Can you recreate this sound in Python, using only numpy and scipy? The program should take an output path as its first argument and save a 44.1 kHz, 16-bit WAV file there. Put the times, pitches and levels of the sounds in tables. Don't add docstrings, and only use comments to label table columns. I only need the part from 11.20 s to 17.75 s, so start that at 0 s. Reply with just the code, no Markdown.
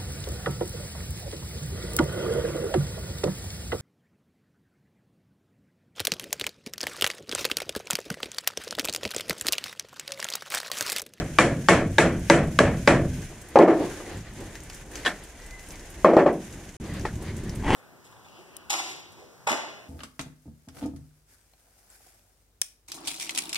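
import sys
import numpy as np
from scipy import signal
from scipy.fft import rfft, irfft
from scipy.io import wavfile
from scipy.ndimage import uniform_filter1d, minimum_filter1d

SR = 44100
rng = np.random.default_rng(int(sys.argv[2]) if len(sys.argv) > 2 else 0)


def waveform_to_disk(signal):
    frames = np.transpose(np.atleast_2d(signal))
    scaled = np.clip(frames, -1, 1) * 32767
    samples = np.round(scaled).astype(np.int16)
    wavfile.write(sys.argv[1], SR, samples)


N = 288855
HZ, T = np.fft.rfftfreq(N, 1 / SR), np.arange(N) / SR

# frequency in Hz, level in dB per Hz.
HISS_COLOUR = [(15, -51), (25, 10), (64, 4.5), (149, -16), (195, -14), (249, -10.5), (775, -12),
               (1260, -20), (1940, -21.5), (4250, -37), (6920, -22), (12200, -46), (13600, -61),
               (14800, -74), (16000, -52)]
HISS_DB = -48.5
# frequency in Hz, likeness -1 to 1.
ROOM_LIKENESS = [(60, 1), (150, 1.0), (380, 0.99), (950, 0.98), (2380, 0.86), (5980, 0.11), (15000, 0.36)]
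CLOSE_LIKENESS = [(60, 1), (150, 0.78), (380, 0.97), (950, 0.9), (2380, 0.64), (5980, 0.21), (15000, -0.2)]

# time in seconds, level in dB before its lumps.
RUMBLE_LEVEL = [(1.9, -50), (2.34, -52), (2.51, -33), (2.87, -49.5), (3.35, -45.5), (4.2, -58), (4.85, -51),
                (5.02, -26), (5.25, -48), (5.58, -52), (5.61, -36), (6.55, -36)]
# frequency in Hz, level in dB per Hz.
RUMBLE_COLOUR = [(12, -53), (20, -3.5), (92, 4), (208, 0.5), (270, -6), (387, -9), (733, -38), (849, -34),
                 (1000, -25), (1300, -64), (2200, -120)]

# frequency in Hz, 60 dB decay in seconds (scaled per source), build-up in seconds.
ROOM_DECAY = [(40, 0.82, 0.087), (152, 0.83, 0.0095), (363, 0.46, 0.0023), (1000, 0.36, 0.0084),
              (2710, 0.33, 0.0009), (8000, 0.3, 0.0024)]
# centre in Hz, width in Hz, power added in dB against the rest.
WALL_RESONANCES = [(157, 21, 10.5), (251.6, 5.4, 7.5), (289, 18, 6), (332.4, 8.7, 10.5), (566.5, 17, 5.5),
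                   (663, 40, 10), (724, 13, 9.5), (1148, 55, 2.5), (1350, 31, -4), (1638, 53, 2),
                   (1765, 28, 3.5), (1980, 11, 8), (2180, 13, 8), (2360, 9.7, -16)]
# length against the room's decay, brightness in dB per octave,
# drift of that brightness per second (for the taps, as the head seats).
TAP_TAIL = (0.8, 1.02, -1.05)
THUD_TAIL = (0.53, .1, 0)
KNOCK_TAIL = (0.44, .1, 0)
# frequency in Hz, level in dB per Hz.
TAP_COLOUR = [(24, -35), (40, -7), (87, -7.5), (290, -5.5), (556, -3.5), (600, -8), (646, -6), (990, -16),
              (1810, -9.5), (4340, -33), (7730, -24.5), (10700, -45.5), (16000, -63)]
THUD_COLOUR = [(24, -61), (40, -55), (112, -50), (155, -9.5), (290, -4.5), (329, 19), (422, -7), (585, 2.5),
               (1090, -16), (1810, -16.5), (3740, -41), (6650, -43), (16000, -64)]
KNOCK_COLOUR = [(24, -37), (40, -17), (402, -3), (585, 3.5), (896, -5), (1040, -9), (1850, 3.5),
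                (2260, -10.5), (7170, -17.5), (11000, -25), (16000, -74)]

# time in seconds, sleeve rustle in dB, sliding on wood in dB, duller drag in dB
HAND_LEVELS = [(0.0, -48.5, -81, -75), (1.8, -45.5, -57, -60), (1.96, -46, -63, -45),
               (2.3, -55, -52, -51.5), (2.6, -42.5, -44, -25), (2.77, -47.5, -46.5, -37.5),
               (2.97, -52, -48, -42), (3.05, -57.5, -55, -66), (3.23, -51.5, -49.5, -38),
               (3.35, -52.5, -50.5, -45), (3.42, -54.5, -54, -57), (3.6, -49.5, -55, -55),
               (3.68, -57, -65, -54), (3.76, -47.5, -45, -41), (4.1, -55, -56, -58), (4.7, -52, -55, -47.5),
               (5.2, -48.5, -59, -38.5), (5.54, -54.5, -63, -58), (5.68, -54, -51, -43),
               (5.75, -51, -43, -43), (5.95, -52, -63, -46), (6.1, -53, -49.5, -46.5),
               (6.55, -52.5, -52, -40)]
# frequency in Hz, level in dB per Hz.
RUSTLE_COLOUR = [(800, -54), (1500, 4.5), (3000, -1), (4500, -7), (6500, 1.5), (8000, -4.5), (9500, -2.5),
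                 (12000, -9.5), (15000, -17)]
SCUFF_COLOUR = [(400, -54), (800, -15), (1300, -6), (1950, -4), (2400, -7), (3200, -10.5), (5000, -12),
                (9000, -70)]
DRAG_COLOUR = [(80, -32), (150, -49), (300, 9), (500, 1), (750, -4), (1200, -11), (2000, -74)]

# start in seconds, peak in dB, pitch in Hz, duller ring in dB.
CLEAR_TICKS = [(3.3543, -34.5, 5850, -39), (3.4994, -33, 5400, -39), (3.756, -26, 6050, -36),
               (4.3086, -39, 6520, -45), (4.5067, -33, 6240, -50), (4.557, -37, 6350, -48),
               (5.3263, -35.5, 6400, -57), (5.492, -40, 6340, -62), (5.796, -35, 6340, -62),
               (5.9559, -36, 7100, -49), (6.024, -36, 8890, -55), (6.295, -30, 5600, -49),
               (6.3574, -36.5, 9180, -47)]
# time in seconds, pitch in Hz, level in dB; pitch and level waver about these.
SQUEAK_PATH = [(4.19, 1920, -60), (4.27, 2020, -58), (4.35, 2030, -48.5), (4.46, 2020, -63)]
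# time in seconds, pressure in dB before a 4 dB lift.
STROKE_PRESSURE = [(6.41, -53), (6.44, -42), (6.482, -25.5), (6.55, -13)]
# frequency in Hz, level in dB per Hz.
RASP_COLOUR = [(40, 4.5), (145, -4), (350, -2.5), (700, -13.5), (900, -4.5), (1050, -11), (1350, -19.5),
               (1960, -13), (2500, -19), (3200, -18), (3700, -31), (9600, -39), (15000, -68)]

# start in seconds, blow in dB, crack in dB against the blow (before a 1.5 dB cut),
# room tail in dB against the blow.
EARLY_TAP = (-.12, 2, -14, -12)
TAPS = [(0.186, 5, -1.5, -12), (0.486, 7.6, -6.5, -11), (0.783, 6.1, -6, -12), (1.099, 4.9, -5, -10.5),
        (1.389, 1.9, 0, -10), (1.675, 3.2, -4.5, -8.5)]
THUDS = [(2.357, 2, -26, -6.5), (2.37, 1.5, -34, -10), (2.388, 8, -11, -10), (2.416, 1, -36, -4.5),
         (2.477, -2.5, -35, -7.5), (2.499, -7.5, -37, -2), (2.801, -31, -20, -13.5),
         (4.8455, 6.5, -23.5, -8.5), (4.856, 1, -42, -18.5), (4.889, -1.5, -37, -10),
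         (4.934, -0.5, -26, -13.5), (4.967, 8, -23.5, -12), (4.989, -0.5, -28, -7), (5.061, 1.5, -40, -12),
         (5.074, -1, -41, -16)]
KNOCKS = [(3.849, -26, -15, -3), (3.859, -9.5, -18, -13), (3.865, -8.5, -13, -17), (3.875, -10.5, -20, -19)]
TOUCHES = [(5.851, -15, -33, -19), (6.435, -29.5, -25, -13), (6.479, -16.5, -17, -19)]
# frequency in Hz, level in dB,
# 60 dB decay in seconds (held to 0.01-0.045 s when struck); pitch and level scatter blow by blow.
HEAD_MODES = [(585, -1.5, 0.12), (880, 4.5, 0.34), (1124, 7.5, 0.036), (1490, -22, 0.023),
              (1650, 4.5, 0.036), (1919, 1, 0.088), (2273, -3, 0.3), (3666, -10, 0.061), (5630, -49, 0.049),
              (6740, -47, 0.032), (7600, -48, 0.2), (7760, -26.5, 0.058)]
BENCH_MODES = [(245, -18, 0.075), (357, -0.5, 0.088), (385, -2, 0.03), (501, 4, 0.067), (573.4, 6, 0.046),
               (640, -25, 0.05), (821, -0.5, 0.055), (1058, -4.5, 0.064), (1185, -6.5, 0.056),
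               (1660, -23, .02)]
BLOCK_MODES = [(580, -15, 5.0), (732, -9, 0.073), (1054, -5, 0.32), (1606, 1, 0.063), (1807, 2.5, 0.14),
               (2790, -7.5, 0.074), (3275, -3, 0.13), (3350, -13, 0.027), (3500, -11, 5.0),
               (4020, -10.5, 0.085)]
HANDLE_MODES = [(382, 0, 0.034), (613, -8, .05), (895, 4, 0.051), (1020, 0, 0.032), (1290, -7, 0.043),
                (1935, -4, 0.038), (2300, -17, 0.027), (2650, -15, 0.027)]

# frequency in Hz, left minus right in dB.
PORT_BALANCE = [(500, -0.03), (2000, 0.5), (4000, 1.6), (8000, -1.5), (12000, -2.5)]
# from seconds, to seconds.
GAP = (5.568, 5.600)
EDGE_HZ = 15700


def amp(db):
    return 10 ** (np.asarray(db) / 20)


def unit(x):
    return x / np.sqrt(np.mean(x ** 2) + 1e-20)


def read(points, hz, axis=1):
    points = np.asarray(points)
    return np.interp(np.log(hz + 1), np.log(points[:, 0] + 1), points[:, axis])


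def level(rows):
    return amp(np.interp(T, *np.transpose(rows)))


def add(mix, s, sound):
    part = mix[round(s * SR):][:len(sound)]
    part += sound[:len(part)]


def noise(colour_db, likeness):
    a, b = rfft(rng.standard_normal((2, N)))
    shared = np.clip(read(likeness, HZ), -1, 1)
    right = shared * a + np.sqrt(1 - shared ** 2) * b
    return amp(colour_db) * np.array([a, right])


def coloured_noise(colour, likeness):
    return unit(irfft(noise(read(colour, HZ), likeness), N))


def wander(rate):
    width = int(SR / rate)
    return unit(uniform_filter1d(uniform_filter1d(rng.standard_normal(N), width), width))


def hiss():
    return amp(HISS_DB) * coloured_noise(HISS_COLOUR, CLOSE_LIKENESS)


def rumble():
    lumps = amp(2.44 * wander(17))
    return level(RUMBLE_LEVEL) * lumps * coloured_noise(RUMBLE_COLOUR, ROOM_LIKENESS)


def tails():
    walls = 1 + sum(amp(db) ** 2 / (1 + (2 * (HZ - hz) / width) ** 2) for hz, width, db in WALL_RESONANCES)
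    air = noise(10 * np.log10(walls), ROOM_LIKENESS)
    centres, step = np.geomspace(40, 15000, num=22), T[::32]
    t60 = read(ROOM_DECAY, centres)[:, None]
    rise = read(ROOM_DECAY, centres, axis=2)[:, None]
    kinds = [([EARLY_TAP] + TAPS, TAP_COLOUR, TAP_TAIL),
             (THUDS, THUD_COLOUR, THUD_TAIL),
             (KNOCKS + TOUCHES, KNOCK_COLOUR, KNOCK_TAIL)]
    power = np.zeros((len(centres), len(step)))
    for events, colour, (length, bright_db, drift_db) in kinds:
        share = amp(read(colour, centres)) ** 2 * centres
        share = share / share.sum()
        for s, blow_db, _, tail_db in events:
            age = np.maximum(step - s, 0)
            tilt_db = (bright_db + drift_db * s) * np.log2(centres / 1000)
            start = amp(blow_db + tail_db + tilt_db) ** 2 * share
            build_up = (1 - np.exp(-age / rise)) ** 2
            decay = amp(-60 * (age / (length * t60)) ** 1.195) ** 2
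            power += start[:, None] * build_up * decay

    place = np.interp(np.log(HZ + 1), np.log(centres), np.arange(len(centres)))
    rattle = [wander(55) for _ in range(4)]
    out = np.zeros((2, N))
    for k, band_power in enumerate(power):
        crossfade = np.cos(np.pi / 2 * np.clip(place - k, -1, 1))
        band = unit(irfft(air * crossfade, N))
        out += band * np.interp(T, step, np.sqrt(band_power)) * amp(0.87 * rattle[k // 6])
    return out


def hands(axis):
    return level(np.array(HAND_LEVELS)[:, [0, axis]])


def rustle():
    flicker = amp(1.5 * wander(90) - 0.5)
    return hands(axis=1) * flicker * coloured_noise(RUSTLE_COLOUR, CLOSE_LIKENESS)


def scuff():
    bright = coloured_noise(SCUFF_COLOUR, CLOSE_LIKENESS)
    dull = coloured_noise(DRAG_COLOUR, CLOSE_LIKENESS)
    turns = np.cumsum(2000 + 170 * wander(13)) / SR
    chirp = amp(-2.5 + 3.9 * wander(21)) * wander(400) * np.sin(2 * np.pi * turns)
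    lumps = amp(3.4 * wander(25.0) - 6.0)
    return (hands(axis=2) * (bright + chirp) + hands(axis=3) * dull) * lumps


def ticks():
    out, t = np.zeros(N), T[:1500]
    faint = [(s, -50 + 15.3 * a, 5500 + 4500 * b, -70) for s, a, b in rng.random((120, 3)) * [N / SR, 1, 1]]
    for s, db, hz, ring_db in CLEAR_TICKS + faint:
        tone = amp(db - 60 * t / 0.0042) * np.sin(2 * np.pi * hz * t)
        fizz = signal.lfilter(*signal.iirpeak(hz, 2.5, SR), rng.standard_normal(len(t)))
        fizz *= amp(db - 8.0 - 60 * t / 0.1)
        ring = unit(signal.lfilter(*signal.iirpeak(2300, 1.5, SR), rng.standard_normal(len(t))))
        ring *= amp(ring_db - 60 * t / 0.024)
        add(out, s, tone + fizz + ring)
    return out


def squeak():
    s, hz, db = np.transpose(SQUEAK_PATH)
    turns = np.cumsum(np.interp(T, s, hz) + 12 * wander(160)) / SR
    gain = amp(np.interp(T, s, db, -120, -120) + 1.4 * wander(50))
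    return np.sqrt(2) * gain * np.sin(2 * np.pi * turns)


def file_stroke():
    bite_size = amp(8.4 * np.minimum(rng.exponential(1, N), 3))
    caught = rng.random(N) < 500 / SR
    bites = bite_size * caught * rng.choice([-1, 1], N)
    taps = np.fft.fftshift(irfft(amp(read(RASP_COLOUR, np.fft.rfftfreq(2048, 1 / SR)))))
    grains = unit(signal.oaconvolve(unit(bites) + 1.4 * rng.standard_normal(N), taps, "same"))
    return amp(np.interp(T, *np.transpose(STROKE_PRESSURE), left=-120) + 4.0) * grains


def blows(events, modes, spread_db):
    out, t = np.zeros(N), T[:SR // 4]
    hz, db, t60 = (c[:, None] for c in np.transpose(modes))
    for s, blow_db, crack_db, _ in events:
        level_luck, pitch_luck, phase_luck = rng.standard_normal((3, len(modes), 1))
        gain = amp(db + spread_db * level_luck - 60 * t / np.clip(t60, .01, .045))
        phase = 2 * np.pi * hz * (1 + 0.028 * pitch_luck) * t + 0.37 * phase_luck
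        ring = (gain * np.sin(phase)).sum(0)
        ring *= (1 - np.exp(-t / 0.00083)) ** 2
        crack = signal.lfilter(*signal.butter(3, 5200, fs=SR), rng.standard_normal(len(t)))
        crack *= amp(crack_db - 1.5 - 60 * t / 0.012) * (1 - np.exp(-t / 0.00023))
        add(out, s, amp(blow_db) * (ring / abs(ring).max() + crack))
    return out


def scene():
    background = hiss() + rumble() + tails() + rustle() + scuff()
    near = ticks() + squeak() + file_stroke()
    near += blows(TOUCHES, HANDLE_MODES, spread_db=1.5)
    near += blows(KNOCKS, BLOCK_MODES, spread_db=1)
    near += blows(THUDS, BENCH_MODES, spread_db=7.5)
    near += blows(TAPS, HEAD_MODES, spread_db=5.0)
    side = 0.64 * np.roll(np.diff(near, prepend=0), 9)
    return np.array([near + side, near - side]) + background


def record(dry):
    lean = read(PORT_BALANCE, HZ) / 2
    x = irfft(rfft(dry) * amp([lean, -lean]), N)

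    lag = np.exp(-1 / (0.003 * SR))
    smooth = [1 - lag], [1, -lag]
    power_db = 10 * np.log10(signal.lfilter(*smooth, (x ** 2).mean(0)) + 1e-12)
    fall = T * 150
    held_db = np.maximum.accumulate(power_db + fall) - fall
    over_db = np.maximum(held_db + 31.5, 0)
    x = amp(2.0) * x / amp(0.36 * signal.lfilter(*smooth, over_db))

    room_left = minimum_filter1d(1 / np.maximum(abs(x).max(0), 1), size=121)
    x = x * uniform_filter1d(room_left, size=61)

    sounding = ((T < GAP[0]) | (T > GAP[1])) * 1.
    x = x * uniform_filter1d(sounding, size=80)
    low_pass = signal.firwin(511, EDGE_HZ, window=("kaiser", 9), fs=SR)
    return signal.oaconvolve(x, low_pass[None], "same")


dry = scene()
out = record(dry)
waveform_to_disk(out)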